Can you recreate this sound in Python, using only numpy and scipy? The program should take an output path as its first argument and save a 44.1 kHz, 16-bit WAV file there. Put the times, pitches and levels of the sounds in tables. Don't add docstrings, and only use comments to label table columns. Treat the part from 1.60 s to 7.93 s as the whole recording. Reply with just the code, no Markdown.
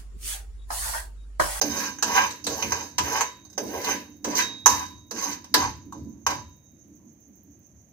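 import sys
import numpy as np
from scipy import signal
from scipy.fft import rfft, irfft, next_fast_len
from scipy.io import wavfile

SR = 44100
rng = np.random.default_rng(int(sys.argv[2]) if len(sys.argv) > 2 else 0)


def wav_out(sig):
    wavfile.write(sys.argv[1], SR, np.round(np.clip(np.atleast_2d(sig).T, -1, 1) * 32767).astype(np.int16))


def amplitude_ratio(level_db):
    exponent = np.asarray(level_db, float) / 20
    return 10 ** exponent


N = 279064

# low_hz, high_hz
ZONES_HZ = [(3500, 7500), (330, 750), (750, 1300), (1300, 3500), (7500, 16500)]
# start_s, wall_peak_db, then relative to the wall wood_db, floor_db, side_db
LANDINGS = [(0.0146, -14, -9, -10, -16), (0.4254, -12.5, -18, -4, -9.5), (0.8665, -15.5, -7.5, -5.5, -15.5),
            (1.3823, -14, -16, 3.5, -6.5), (1.9787, -23.5, 1, -0.5, -11), (2.644, -22.5, -2, 3, -10.5),
            (3.0597, -5, -18.5, 0.5, -13.5), (3.5101, -26, -5, -2.5, -14.5), (3.941, -5, -15.5, -1.5, -11),
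            (4.3241, -43, -15, 8.5, -36), (4.6654, -18.5, -14.5, 3, -6.5)]
# hz, likeness (0-1)
LIKENESS = [(28, .4), (60, .92), (300, .85), (640, .5), (1400, .05), (15000, .03)]


def rms_one(x):
    return x / np.sqrt(np.mean(x ** 2) + 1e-20)


def at_hz(points, hz):
    points_hz, values = np.transpose(points)
    return np.interp(np.log(hz), np.log(points_hz), values)


def band(x, low_hz, high_hz, order=2):
    sos = signal.butter(order, [low_hz, high_hz], "band", fs=SR, output="sos")
    return signal.sosfilt(sos, x)


def resonance(x, hz, width_hz):
    r = np.exp(-np.pi * width_hz / SR)
    zeros = np.array([1, 0, -1]) * (1 - r * r) / 2
    poles = [1, -2 * r * np.cos(2 * np.pi * hz / SR), r * r]
    return signal.lfilter(zeros, poles, x)


def shape(x, peaks):
    for hz, width_hz, lift_db in peaks:
        x = x + (amplitude_ratio(lift_db) - 1) * resonance(x, hz, width_hz)
    return x


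def drift(knots_per_s):
    knots = rng.standard_normal(int(N / SR * 200))
    return np.interp(np.arange(N) / SR * knots_per_s, np.arange(len(knots)), knots)


def banded_noise(size, gain):
    out = 0
    edges_hz = 25 * 2 ** (np.arange(29) / 3)
    white = rng.standard_normal((2, 2, size))
    for k, (low_hz, high_hz) in enumerate(zip(edges_hz, edges_hz[1:])):
        mid, side = band(white[k % 2], low_hz, high_hz)
        hz = np.sqrt(low_hz * high_hz)
        alike = np.clip(at_hz(LIKENESS, hz), -1, 1)
        pair = np.sqrt(1 + alike) * mid + np.sqrt(1 - alike) * side * [[1], [-1]]
        out = out + gain(hz) * pair
    return out


def pan():
    zone_right_db = [-2.5, 3, 2, 2, -2]
    force = friction() + knocks()
    place = 1.3 * drift(14)
    out, size = 0, next_fast_len(N + SR // 2)
    for share in (np.cos(place), np.sin(place)):
        response = pan_response()
        for zone, (low_hz, high_hz), right_db in zip(force, ZONES_HZ, zone_right_db):
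            part = band(response, low_hz, high_hz, order=3)
            energy = np.sum(part ** 2, axis=1, keepdims=True)
            part = part / np.sqrt(energy) * amplitude_ratio([[0], [right_db]])
            out = out + rfft(share * zone, size) * rfft(part, size)
    return irfft(out, size)[:, :N]


def pan_response(modes_db=-0.5, room_db=-11.5, port_lag_s=0.0002):
    # hz, level_db, t60_s
    modes_table = [(465, -7, .13), (558, -9, .13), (660, -14, .2), (793, -8, .13), (867, -6, .16),
                   (830, -11, .13), (955, 0, .12), (982, -1, .14), (1068, -4, .13), (1090, -8, .2),
                   (976, -19, .45), (1255, -13, .13), (1555, -8, .14), (1600, -6, .15), (1740, -12, .14),
                   (2010, -11, .16), (2420, -13, .15), (2880, -13, .13), (988, -17, .5), (4409, -14, .12),
                   (4920, -14, .12), (5098, -15, .14), (5490, -15, .16), (5970, -16, .16), (6178, -14, .16),
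                   (6331, -18, .16), (7800, -22, .1), (11400, -23, .1), (12150, -24, .1), (15000, -25, .1)]
    # hz, db_per_hz
    shell_db = [(190, -37), (330, -6), (382, -31), (472, -6), (731, -20.5), (964, -15), (1400, -26),
                (1620, -17), (3530, -16), (3710, -16.5), (5130, -14), (6240, -8.5), (8360, -35.5),
                (11800, -7), (16000, -14.5)]
    # hz, t60_s
    shell_t60 = [(330, 0.4), (1000, 0.18), (4000, 0.07), (16000, 0.06)]
    # hz, t60_s
    kitchen_t60 = [(330, 0.17), (1000, 0.44), (4000, 0.41), (16000, 0.1)]
    # hz, width_hz, lift_db
    crowds = [(728, 450, -27), (996, 38, 15.5), (1308.1, 950, 2.5), (1570, 190, 5), (2606, 70, 1.5),
              (3407, 380, -18.5), (4280, 68, -7.5), (5457, 1500, -7), (10174, 2300, -1)]

    t = np.arange(SR // 2) / SR
    swell = 1 - np.exp(-t / 0.00037)
    room_gain = amplitude_ratio(room_db) * (1 - np.exp(-t / 0.0027))

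    def shell_gain(hz):
        direct = amplitude_ratio(-60 * t / at_hz(shell_t60, hz))
        late = room_gain * amplitude_ratio(-60 * t / at_hz(kitchen_t60, hz))
        return amplitude_ratio(at_hz(shell_db, hz)) * (direct + late)

    shell = shape(banded_noise(len(t), shell_gain), crowds)
    modes = 0
    chance = rng.uniform(-1, 1, (len(modes_table), 2))
    for (hz, level_db, t60_s), (facing, reach) in zip(modes_table, chance):
        lead = np.pi * hz * port_lag_s + facing * min(hz / 2000, np.pi / 2)
        fade = amplitude_ratio(level_db + 4 * reach - 60 * t / t60_s)
        modes = modes + fade * np.sin(2 * np.pi * hz * t + lead * np.array([[1], [-1]]))
    return swell * (rms_one(shell) + amplitude_ratio(modes_db) * rms_one(modes))


def friction(grains_per_s=2000, spread_db=5.0):
    sizes_db = spread_db * np.minimum(rng.exponential(1, (5, N)), 4)
    sizes = amplitude_ratio(sizes_db) * rng.choice([-1, 1], (5, N))
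    grains = rms_one(sizes * (rng.random((5, N)) < grains_per_s / SR))
    chatter_db = np.array([0.75 * drift(70) + 0.5 * drift(190) for zone in ZONES_HZ])
    return amplitude_ratio(pressure() - 6.0 + chatter_db) * grains


def pressure():
    # touch_s, touch_db, lift_s, lift_db, release_db_per_s
    strokes = [(0.03, -33.5, 0.24, -27, 199), (.44, -35.5, 0.57, -21.5, 119.5),
               (0.552, -16.5, .655, -35.5, 403.5), (.88, -30.5, 1.204, -34.5, 131),
               (1.4, -34.5, 1.59, -29, 182), (1.98, -47.5, 2.16, -36, 87),
               (2.165, -39.5, 2.298, -26.5, 173), (2.66, -33.5, 2.772, -31.5, 120),
               (2.739, -24.5, 2.79, -15.5, 300.5), (3.08, -19, 3.207, -34.5, 166),
               (3.53, -41, 3.59, -31, 149), (3.61, -28.5, 3.733, -34.5, 409),
               (3.799, -68, 3.916, -57.5, 321.5), (3.96, -25, 4.03, -29.5, 188),
               (4.33, -53.5, 4.63, -79, 200), (4.685, -23.5, 4.727, -34, 208),
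               (5.39, -84, 5.45, -102.5, 200)]
    # wood_db, floor_db, side_db, grit_db
    places = [(0, -7, -3.5, -2.5), (1, 0.5, 0, -5.5), (-8, 10, 3.5, -19), (4, -3.5, -6.5, -5),
              (5, 3.5, 1, -2.5), (17.5, -5, -4, 0.5), (8.5, 1.5, 0, -1.5), (10, 3.5, -2.5, -11),
              (-12, -6, -5, -7), (-7, 4, -5.5, -5), (3.5, -6, -3, -5), (-3, 2, -5, -3.5),
              (-10, -7, -12, -11), (2, 4.5, -3.5, -9.5), (11, 4, -6.5, -15), (5, 5.5, -3, -11),
              (17, 32, 8, -10)]
    # wood_db, floor_db, side_db, grit_db
    sweep_db = [-9, 4.5, 7, -2.7]
    letting_go_db_per_s = [-8.5, -49, -52.5, -5]
    touch_db_per_s = 798
    skid_db, skid_db_per_s, skid_grit_db = -9.5, 888, -10.5

    step = 8
    t = np.arange(0, N, step) / SR
    out = np.full((len(ZONES_HZ), len(t)), -120.)
    for (touch_s, touch_db, lift_s, lift_db, release_db_per_s), place in zip(strokes, places):
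        at = round(touch_s * SR / step)
        since = t[at:] - touch_s
        along = np.clip(since / max(lift_s - touch_s, .01), 0, 1)
        after = np.maximum(t[at:] - lift_s, 0)
        wall_db = touch_db + (lift_db - touch_db) * along - release_db_per_s * after
        wall_db = wall_db + np.minimum(touch_db_per_s * since - 10.5, 0)
        parts_db = np.c_[list(place)] + np.c_[sweep_db] * along + np.c_[letting_go_db_per_s] * after
        push_db = wall_db + np.array([0 * along, *parts_db])
        out[:, at:] = np.maximum(out[:, at:], push_db)
    for start_s, wall_db, *parts_db in LANDINGS:
        at = round(start_s * SR / step)
        fading_db = wall_db + skid_db - skid_db_per_s * (t[at:] - start_s)
        zones_db = fading_db + np.c_[[0, *parts_db, skid_grit_db]]
        out[:, at:] = np.maximum(out[:, at:], zones_db)
    return np.repeat(out, step, axis=1)[:, :N]


def knocks(contact_s=0.0003, gain_db=24, lead_s=0.001, flick_wood_db=-17):
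    # start_s, wall_peak_db, then relative floor_db, side_db
    flicks = [(0.386, -37, -8, -8), (0.5406, -37, 8, -10), (0.6377, -37.5, 14, 6), (0.707, -29, -10, -19),
              (0.842, -27, -15, -26), (1.025, -22.5, -36, -2), (1.1201, -20.5, 0, -7.5),
              (1.5608, -32.5, 9, -11), (1.6084, -17, 1.5, -6), (1.8507, -44.5, -11, -26),
              (1.9, -46.5, -15.5, -20), (1.9296, -44.5, -29, -18), (2.246, -22.5, -6.5, -20),
              (3.8425, -39.5, -1.5, -11)]
    zone_lift_db = [-2.5, 3.5, 3, 5, -13]
    size = 400
    force = np.zeros((len(ZONES_HZ), N + size))
    hits = list(LANDINGS)
    for start_s, wall_db, floor_db, side_db in flicks:
        hits.append((start_s, wall_db, flick_wood_db, floor_db, side_db))
    fade = np.exp(-np.arange(size) / SR / contact_s)
    bursts = rng.standard_normal((len(hits), size)) * fade
    power = np.abs(rfft(bursts, 2048)) ** 2
    hz = np.arange(1025) * SR / 2048
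    zone_power = [power[:, (hz > low) & (hz < high)].mean(axis=1) for low, high in ZONES_HZ]
    weights = np.sqrt(zone_power).T
    for (start_s, wall_db, *parts_db), burst, weight in zip(hits, bursts, weights):
        at = round((start_s - lead_s) * SR)
        level_db = wall_db + gain_db + np.add([0, *parts_db, 0], zone_lift_db)
        force[:, at:at + size] += np.c_[amplitude_ratio(level_db) / weight] * burst
    return force[:, :N]


def rim(hz=3798, t60_s=0.87, feed_s=0.0016):
    # start_s, level_db
    blows = [(0.101, -43), (0.431, -48), (.65, -49.5), (.87, -66.5), (1.149, -50.5), (1.378, -55),
             (1.65, -48.5), (2.004, -56), (2.332, -53.5), (2.818, -30.5), (3.059, -36), (3.698, -57),
             (3.942, -52), (4.33, -69), (4.67, -49), (5.04, -76.5)]
    t, level = np.arange(N) / SR, np.zeros(N)
    for start_s, level_db in blows:
        since = np.maximum(t - start_s, 0)
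        level += amplitude_ratio(level_db - 60 * since / t60_s) * (1 - np.exp(-since / feed_s))
    phase = 2 * np.pi * hz * t
    return np.array([np.sin(phase), amplitude_ratio(4.5) * np.sin(phase + 0.24)]) * level


def counter_and_stand():
    # peak_s of the stand (the counter peaks a little later), counter_db, stand_db
    jolt_table = [(0.058, -39, -27.5), (.46, -43, -34), (.28, -49, -36.5), (.58, -43, -34.5),
                  (0.882, -41.5, -33.5), (1.052, -36, -32.5), (1.412, -35.5, -33), (1.828, -52, -48),
                  (2.029, -46, -29.5), (2.12, -44.5, -36.5), (2.289, -44.5, -32), (2.5, -52.5, -45),
                  (2.68, -46, -29), (2.8, -46, -35.5), (3.109, -38.5, -35), (3.32, -46.5, -46),
                  (3.551, -51, -36), (3.68, -47, -36), (3.97, -45, -30), (4.028, -32, -34.5),
                  (4.28, -49, -39), (4.388, -37.5, -36), (4.471, -47, -36.5), (4.71, -36.5, -39.5),
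                  (5.15, -57, -52), (5.29, -56, -46.5), (5.45, -62, -48), (5.698, -59, -48.5),
                  (5.88, -56, -49.5), (6.14, -52.5, -57)]
    # hz, width_hz, level_db
    counter_modes = [(83.8, 19, 2.5), (107.5, 20, -4), (136.3, 6.7, -3)]
    # hz, width_hz, level_db
    stand_modes = [(203.1, 15, -4), (227.8, 16, -3), (256, 4.7, -3), (291, 14, 1.5), (324.7, 16, -5)]
    start_s, counter_db, stand_db = np.transpose(jolt_table)
    counter_db = jolt_level(start_s + 0.036, counter_db, rise_db_per_s=146, fall_db_per_s=84)
    stand_db = jolt_level(start_s, stand_db, rise_db_per_s=297.5, fall_db_per_s=79.5)
    counter = shaking(counter_modes, counter_db, alike=.25, right_db=-.5)
    return counter + shaking(stand_modes, stand_db, alike=.2, right_db=4)


def jolt_level(start_s, peaks_db, rise_db_per_s, fall_db_per_s):
    step = 64
    since = np.arange(0, N + step, step) / SR - np.c_[start_s]
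    swing_db = np.minimum(rise_db_per_s * since, -fall_db_per_s * since)
    level_db = np.max(np.c_[peaks_db] + swing_db, axis=0)
    return np.interp(np.arange(N) / step, np.arange(len(level_db)), level_db)


def shaking(modes, level_db, alike, right_db):
    mid, side = rng.standard_normal((2, N))
    pair = np.array([mid + alike * side, amplitude_ratio(right_db) * (mid - alike * side)])
    hum = 0
    for hz, width_hz, db in modes:
        hum = hum + amplitude_ratio(db) * resonance(resonance(pair, hz, width_hz), hz, 3 * width_hz)
    return amplitude_ratio(level_db) * hum / np.std(hum.mean(axis=0))


def katydid(level_db=-63, spread_db=3.0, rasp_s=.006, tail_s=.035, tail_db=-9):
    # first_rasp_s, rasp_count, spacing_s
    phrases = [(.03, 10, .075), (.785, 7, .079), (1.381, 3, .076), (1.6997, 2, .068), (1.845, 2, .0765),
               (2.4377, 4, .063), (2.928, 2, .076), (3.3132, 3, .0765), (3.812, 2, .076), (4.1687, 2, .088),
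               (4.3218, 4, .0565), (4.6007, 2, .076), (4.7533, 3, .068), (4.9629, 4, .0763),
               (5.2782, 2, .0758), (5.4538, 5, .0755), (5.8334, 2, .0758), (5.991, 2, .075),
               (6.216, 2, .0763)]
    strokes = np.zeros(N)
    rasps = [round((start_s + k * spacing_s) * SR)
             for start_s, count, spacing_s in phrases for k in range(count)]
    strokes[rasps] = amplitude_ratio(level_db + spread_db * rng.standard_normal(len(rasps)))
    pulse = signal.lfilter([1], [1, -np.exp(-1 / (rasp_s * SR))], strokes)
    pulse += amplitude_ratio(tail_db) * signal.lfilter([1], [1, -np.exp(-1 / (tail_s * SR))], strokes)
    hiss = rms_one(band(rng.standard_normal((2, N)), 13000, 16500))
    return amplitude_ratio(-0.5) * pulse * hiss


def crickets(level_db=-69.5, hz=6420, width_hz=550, throb_per_s=7.08, throb_top_s=5.5, depth_db=3.6):
    throb = np.cos(2 * np.pi * throb_per_s * (np.arange(N) / SR - throb_top_s))
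    hiss = resonance(rng.standard_normal((2, N)), hz, width_hz)
    hiss = resonance(hiss, hz, 1500)
    hiss = band(hiss, 5500, 7100, order=3)
    return amplitude_ratio(level_db + depth_db * throb + 1.0 * drift(60)) * rms_one(hiss)


def night_air(level_db=-56):
    # hz, db_per_hz
    spectrum = [(25, -16.5), (80, 0.5), (250, -1.5), (380, -16.5), (600, -13.5), (1000, -27.5),
                (1400, -28.5), (2000, -26), (3200, -35), (5200, -41.5), (8600, -46), (12000, -32.5),
                (16000, -36.5)]
    return amplitude_ratio(level_db) * rms_one(banded_noise(N, lambda hz: amplitude_ratio(at_hz(spectrum, hz))))


def scene():
    return pan() + rim() + counter_and_stand() + katydid() + crickets() + night_air()


def low_pass(x):
    return signal.sosfilt(signal.butter(12, 16480, fs=SR, output="sos"), x)


def record(dry):
    # hz, width_hz, lift_db
    left_port = [(1500, 1500, 1.5), (7700, 1000, 5), (11400, 1500, 2)]
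    # hz, width_hz, lift_db
    right_port = [(4600, 1200, 2.5), (6250, 900, 15), (9000, 2000, -2), (15200, 2000, 10)]
    out = amplitude_ratio(-3.5) * np.array([shape(dry[0], left_port), shape(dry[1], right_port)])
    out = signal.sosfilt(signal.cheby2(10, 30, 15900, fs=SR, output="sos"), out)
    return low_pass(np.clip(out, -1, 1))


dry = scene()
out = record(dry)
wav_out(out)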